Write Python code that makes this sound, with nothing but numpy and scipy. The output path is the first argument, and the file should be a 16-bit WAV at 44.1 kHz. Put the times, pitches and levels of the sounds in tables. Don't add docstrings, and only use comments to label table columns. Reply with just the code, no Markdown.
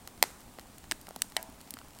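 import sys
import numpy as np
from scipy import signal
from scipy.fft import rfft, irfft
from scipy.io import wavfile
from scipy.ndimage import uniform_filter1d

SR = 44100
rng = np.random.default_rng(int(sys.argv[2]) if len(sys.argv) > 2 else 0)


def volts_from_decibels(level):
    exponent = np.asarray(level, float) / 20
    return 10 ** exponent


def transcribe(signal):
    frames = np.atleast_2d(signal).T
    limited = np.clip(frames, -1, 1)
    pcm = np.round(limited * 32767).astype(np.int16)
    wavfile.write(sys.argv[1], SR, pcm)


N = 88200


def evened(x):
    return x / np.sqrt(np.mean(x ** 2) + 1e-20)


def read(points, hz):
    f, value = np.transpose(points)
    return np.interp(np.log(hz + 1), np.log(f + 1), value)


def add(mix, s, sound):
    part = mix[round(s * SR):][:len(sound)]
    part += sound[:len(part)]


# (peak [dB], after-cracks [dB], spread of mode starts [s], tail brightness [0-1], room [dB])
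POPS = [
    (-1.7, -7, 0.0012, 0.23, 4.5),
    (-18, -9, .001, .17, 0),
    (-10, -14, 0.00028, 0.3, 3),
    (-16.5, -8.5, 0.00051, 0.4, 3),
    (-8, -10, 0.000594, 0.86, 5),
    (-13, -6, 0.0012, 0.13, 5),
]
POP_S = [.2262, .2373, .9129, .9196, 1.2196, 1.3662]
POP_EDGE_DB = [-14, -20, 2, -8, -12, -14]
# (frequency [Hz], width [Hz], level [dB])
LOG_A = [(830, 400, 0), (2040, 280, -1), (2540, 300, -7), (3350, 300, -7), (4307, 450, -4), (5100, 600, -7),
         (5900, 500, -10), (7300, 400, -7), (8620, 330, -3), (9430, 320, -8), (10810, 330, -12),
         (12200, 500, -9.5), (14050, 450, -2), (14900, 500, -14)]
LOG_B = [(940, 200, -4.5), (2130, 240, 0), (3030, 180, -3), (4190, 310, -7), (5050, 250, -2),
         (5930, 250, -10), (6870, 310, -12), (8100, 300, -5), (9100, 280, -8), (10100, 340, -14.5),
         (12400, 520, -17.5), (13400, 340, -14)]
LOG_C = [(1800, 800, -12.5), (2900, 500, -9), (3670, 330, -10), (4490, 240, -6), (5630, 270, -9),
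         (6210, 280, -9), (7100, 250, -10), (7800, 420, -4.5), (8500, 320, -0.5), (9260, 450, -6),
         (10300, 500, -12), (12100, 650, -11), (13700, 700, -13), (15300, 390, -14)]
LOG_D = [(810, 300, 0), (1950, 240, -1.5), (3060, 190, -1), (4070, 760, -1), (5390, 250, -5.5),
         (6130, 220, -12), (7780, 440, -4.5), (8870, 590, -6.5), (9430, 150, -9.5), (10030, 340, -8),
         (12040, 470, -9.5), (12860, 290, -14), (14100, 260, -13)]
LOG_E = [(340, 260, -3), (1760, 450, 0), (2800, 500, -8), (3800, 700, -9), (5200, 800, -12),
         (8270, 400, -4), (9000, 330, -8), (12200, 500, -15), (13600, 600, -14), (14900, 700, -17)]
# (time [s], peak [dB], knock [dB], crack [dB], tick [dB])
SNAPS = [(0.0751, -26.5, -1.5, 3.5, 2), (0.304, -39.5, 2.5, -11, -11), (0.4057, -43, 2, -7, 4),
         (0.4793, -45.5, 5, -7, -6), (0.5388, -44.5, 6, -16, -2), (0.5864, -33, 4.5, -5, -14),
         (0.5954, -29, -10, 2, -6), (0.6116, -41, -6, 3, 0), (0.657, -45.5, 0, -31, -26),
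         (0.7832, -35.5, -14, -20, 8), (0.8417, -43, 0, -0.5, -20), (1.0137, -37.5, -11, -4, 7),
         (1.0693, -35.5, 0, 7, -0.5), (1.0837, -34.5, 6, -15, -28), (1.0892, -32.5, -2, -10, 2),
         (1.108, -33, 3, -13, -15),
         (1.1616, -26.5, 1, -2, 3.5), (1.19, -41, -21, -1, -5), (1.3213, -36.5, -5.5, -3, -5),
              (1.3943, -41, 5, -4, -12), (1.428, -25.5, -6, -3, 16), (1.4995, -39.5, 3, -9, -3.5),
              (1.6062, -40.5, -9, 0, -6), (1.613, -37, -22, -13, -10), (1.6745, -43, 3, -1, -19),
              (1.707, -23, -25, -10, 6), (1.7393, -25, -24, -6, 0), (1.7697, -39.5, -3.5, 0, -16),
              (1.7879, -33, -9, 0, -5.5), (1.8144, -41, -4, -4, -20), (1.8845, -42, -16, -1, 4),
              (1.9341, -44, -14, 10, 1), (1.95, -41.5, -6, 0, 0), (1.957, -49, 0, -6, 3),
              (1.967, -41, -20, -2, 0), (1.988, -33.5, -24, -3, 0), (1.9974, -42.5, 17, -2, -21)]
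# (time [s], peak [dB], frequency [Hz])
THUMPS = [(.2266, -28, 565), (0.9197, -34, 329), (.9165, -37, 610), (1.1621, -42, 250),
          (1.1621, -32.5, 740), (1.49, -43.5, 254), (1.7399, -41, 255), (1.7392, -25, 4700),
          (0.2373, -36.5, 324), (1.7697, -39, 1330), (1.8146, -41.5, 1200), (2.2, -42, 1400),
          (1.9615, -45, 790), (1.3955, -39.5, 700)]


def crackle():
    out, puffs = np.zeros((2, N))
    dull_db_per_decade = -8.5
    rebound = [(hz, width, db + dull_db_per_decade * np.log10(hz / 1000)) for hz, width, db in LOG_A]
    logs = [LOG_A, rebound, LOG_B, LOG_E, LOG_C, LOG_D]
    for s, edge_db, row, log in zip(POP_S, POP_EDGE_DB, POPS, logs):
        peak_db, after_db, stagger_s, bright, room_db = row
        pop = burst(log, peak_db, edge_db, after_db, stagger_s)
        add(out, s, pop)
        add(puffs, s, volts_from_decibels(room_db) * np.linalg.norm(pop) * np.array([1, -bright]))
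    faint_snaps = [(1.3, -40, -20, -7, 0), (.3115, -41, -25, -14, 0)]
    for s, *row in SNAPS + faint_snaps:
        pop = snap(*row)
        add(out, s, pop)
        puffs[round(s * SR)] = np.linalg.norm(pop)
    for s, *row in THUMPS:
        add(out, s, thump(*row))
    return out, puffs


def burst(modes, peak_db, edge_db, after_db, stagger_s):
    t = np.arange(900) / SR
    hz, width_hz, db = np.transpose(modes)[:, :, None]
    width_hz = np.maximum(width_hz, 330)
    since = np.maximum(t - stagger_s * rng.random(hz.shape), 0)
    decay = np.exp(-np.pi * width_hz * since)
    rings = -volts_from_decibels(db) * width_hz * decay * np.sin(2 * np.pi * hz * since)
    edge = np.diff(np.exp(-((t - .0001) / .00004) ** 2), prepend=0)
    parts = np.vstack([rings / abs(rings.sum(0)).max(), -volts_from_decibels(edge_db) * edge / abs(edge).max()])
    ring = parts.sum(0)

    count, spread_s, fall_db = 45, .0065, -33
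    when, size = rng.random(count), rng.standard_normal(count)
    cracks = np.zeros(300)
    place = np.clip(8 + when * spread_s * SR, 0, 299).astype(int)
    np.add.at(cracks, place, size * volts_from_decibels(fall_db * when + after_db))
    blur_s = 0.00039
    after = np.convolve(ring * np.exp(-abs(t - stagger_s / 2) / blur_s), cracks)
    both = after + np.pad(ring, (0, len(cracks) - 1))

    power = abs(rfft(parts, 2048)) ** 2
    power = power * (power / power.max(1, keepdims=True)) ** .55
    both = recolour(both, power.sum(0))
    low_cut_hz = max(364, hz.min() / 2)
    out = signal.lfilter(*signal.butter(2, low_cut_hz, "high", fs=SR), both)
    return volts_from_decibels(peak_db) * out / abs(out).max()


def recolour(x, power):
    now = uniform_filter1d(abs(rfft(x, 2048)) ** 2, size=7)
    wanted = uniform_filter1d(power, size=7)
    cepstrum = irfft(np.log((wanted + 1e-9) / (now + 1e-3 * now.mean())) / 2)
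    cepstrum = cepstrum * np.r_[1, 2 * np.ones(1023), 1, np.zeros(1023)]
    return irfft(rfft(x, 2048) * np.exp(rfft(cepstrum)))[:1200] * np.linspace(1, 0, 1200)


BAND_HZ = [800, 3000, 10000]
WOOD_HZ = [330, 760, 1350, 2000, 3000, 4300, 5400, 7200, 8600, 10300, 12200, 14100]


def snap(peak_db, *tone_db):
    detune, spread = rng.standard_normal((2, len(WOOD_HZ)))
    hz = np.array(WOOD_HZ) * (1 + 0.035 * detune)
    tilt_db_per_decade, thud_db = -6.5, -6
    db = read(np.transpose([BAND_HZ, tone_db]), hz) + 2 * spread
    db = db + tilt_db_per_decade * np.log10(hz / 3000) + thud_db * (hz < 500)
    width_hz = 210 + 0.084 * hz
    modes = np.transpose([hz, width_hz, db])
    edge_db = -7.5 + min(tone_db[2] - max(tone_db), 0)
    return burst(modes, peak_db, edge_db, after_db=-7, stagger_s=0.00046)


def thump(peak_db, hz):
    turns = np.arange(2000) / SR * hz
    decay_cycles = 0.66
    swell = np.e * turns * np.exp(-turns / decay_cycles) / decay_cycles
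    return -volts_from_decibels(peak_db) * swell * np.sin(2 * np.pi * turns)


# (frequency [Hz], level [dB])
TAIL_TONE = [(200, 2), (800, 0), (1500, 1), (4000, 0), (8500, -1), (15500, -15.5), (16100, -44)]
# (frequency [Hz], t60 [s])
TAIL_T60 = [(200, 0.9), (800, 1), (3000, 0.33), (8000, 0.45), (15000, 0.5)]


def room(puffs):
    hz, t, z = signal.stft(rng.standard_normal(SR // 2), SR, nperseg=256)
    fade_db = read(TAIL_TONE, hz)[:, None] - 60 * t / read(TAIL_T60, hz)[:, None]
    tail = signal.istft(z * volts_from_decibels(fade_db), SR, nperseg=256)[1]
    rise_s = 0.0097
    tail = tail * np.minimum(np.arange(len(tail)) / SR / rise_s, 1)
    return volts_from_decibels(-24.5) * signal.fftconvolve(puffs, tail / np.linalg.norm(tail))[:N]


# (frequency [Hz], level [dB], t60 [s])
GRATE = [(650, -9, .6), (715, -9, .14), (766, -12, .5), (886, -11, .6), (992, -14, .6), (1640, -9, .16),
         (1820, -14, .15), (2120, -7, .09), (2260, -9, .1), (825, -14, .25), (1933, -10, 0.085),
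         (2680, -9, .07), (3000, -9, .06)]


def grate():
    t, out = np.arange(SR // 2) / SR, np.zeros(N)
    hit_s, hit_db, rise_s = 1.367, -39, 0.0038
    for hz, db, t60_s in GRATE:
        waver = rng.standard_normal((2, len(t)))
        waver = uniform_filter1d(uniform_filter1d(waver, size=300), size=300)
        depth = min((hz / 1600) ** 2, 1.3)
        shake = 1 + depth * (evened(waver[0]) + 1j * evened(waver[1]))
        ring = (shake * np.exp(2j * np.pi * (hz * t + rng.random()))).real
        add(out, hit_s, volts_from_decibels(hit_db + db - 60 * t / t60_s) * ring * np.minimum(t / rise_s, 1))
    return out


def ticks():
    rate_hz = 74
    size = volts_from_decibels(3.9 * np.minimum(rng.exponential(1, N), 3)) * (rng.random(N) < rate_hz / SR)
    kind = rng.integers(0, 6, N)
    out = np.zeros(N)
    for k in range(6):
        out += signal.oaconvolve(size * (kind == k), snap(0, -6. 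* (k % 3), -5, -4))[:N]
    return volts_from_decibels(-69) * evened(signal.oaconvolve(out, signal.firwin(127, 15700, fs=SR), "same"))


# (frequency [Hz], density [dB per Hz])
FLAME = [(12, -10), (30, 5.5), (64, -8), (130, -6.5), (255, -5), (330, -11.5), (450, -20), (800, -82)]
# (time [s], level [dB])
SWELL = [(0.0, -55.5), (0.08, -64), (0.16, -59.5), (0.29, -63), (0.32, -54), (0.41, -69), (0.47, -53),
         (0.51, -62.5), (0.95, -55.5), (1.26, -63.5), (1.29, -58), (1.31, -66), (1.56, -56), (1.71, -70),
         (1.73, -59.5), (2.0, -61)]


def rumble():
    return volts_from_decibels(-57) * air(FLAME, patchy_db=.9, flicker_db=.4, swell=SWELL)


# (frequency [Hz], density [dB per Hz])
HISS = [(330, -7.5), (860, -3.5), (1500, -11), (3000, -14.5), (6300, -16), (8600, -13), (11500, -19.5),
        (15700, -18)]


def hiss():
    return volts_from_decibels(-57) * air(HISS, patchy_db=.6, flicker_db=.4)


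# (frequency [Hz], density [dB per Hz])
SIDE_TONE = [(20, 7), (660, -4.5), (1030, -19.5), (16000, -26)]


def side_air():
    return volts_from_decibels(-80.5) * air(SIDE_TONE, patchy_db=2, flicker_db=1.5)


def air(tone, patchy_db, flicker_db, swell=((0, -60),)):
    frames, hz = N // 256 + 5, np.fft.rfftfreq(1024, 1 / SR)
    a, b, patches = rng.standard_normal((frames, 513, 3)).T
    patches = uniform_filter1d(uniform_filter1d(patches, size=12, axis=0), size=12, axis=1)
    flicker = evened(uniform_filter1d(rng.standard_normal(frames), size=5))
    surge_db = np.interp(np.arange(frames) * 256 / SR, *np.transpose(swell)) + 60
    field_db = read(tone, hz)[:, None] + patchy_db * evened(patches) + flicker_db * flicker
    field_db = field_db + np.outer(hz < 170, surge_db)
    z = (a + 1j * b) * volts_from_decibels(field_db) * ((hz > 12) & (hz < 15950))[:, None]
    return evened(signal.istft(z, nperseg=1024, noverlap=768)[1][:N])


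def scene():
    fire, puffs = crackle()
    mid = fire + room(puffs) + grate() + ticks() + rumble() + hiss()
    side = side_air()
    return np.array([mid + side, mid - side])


def top_cut(x):
    return signal.sosfilt(signal.butter(12, 16990, fs=SR, output="sos"), x)


def record(dry):
    low_pass = signal.firwin(255, 16600, window=("kaiser", 9), fs=SR)
    mix = signal.oaconvolve(dry, low_pass[None], "same")
    return top_cut(mix)


dry = scene()
out = record(dry)
transcribe(out)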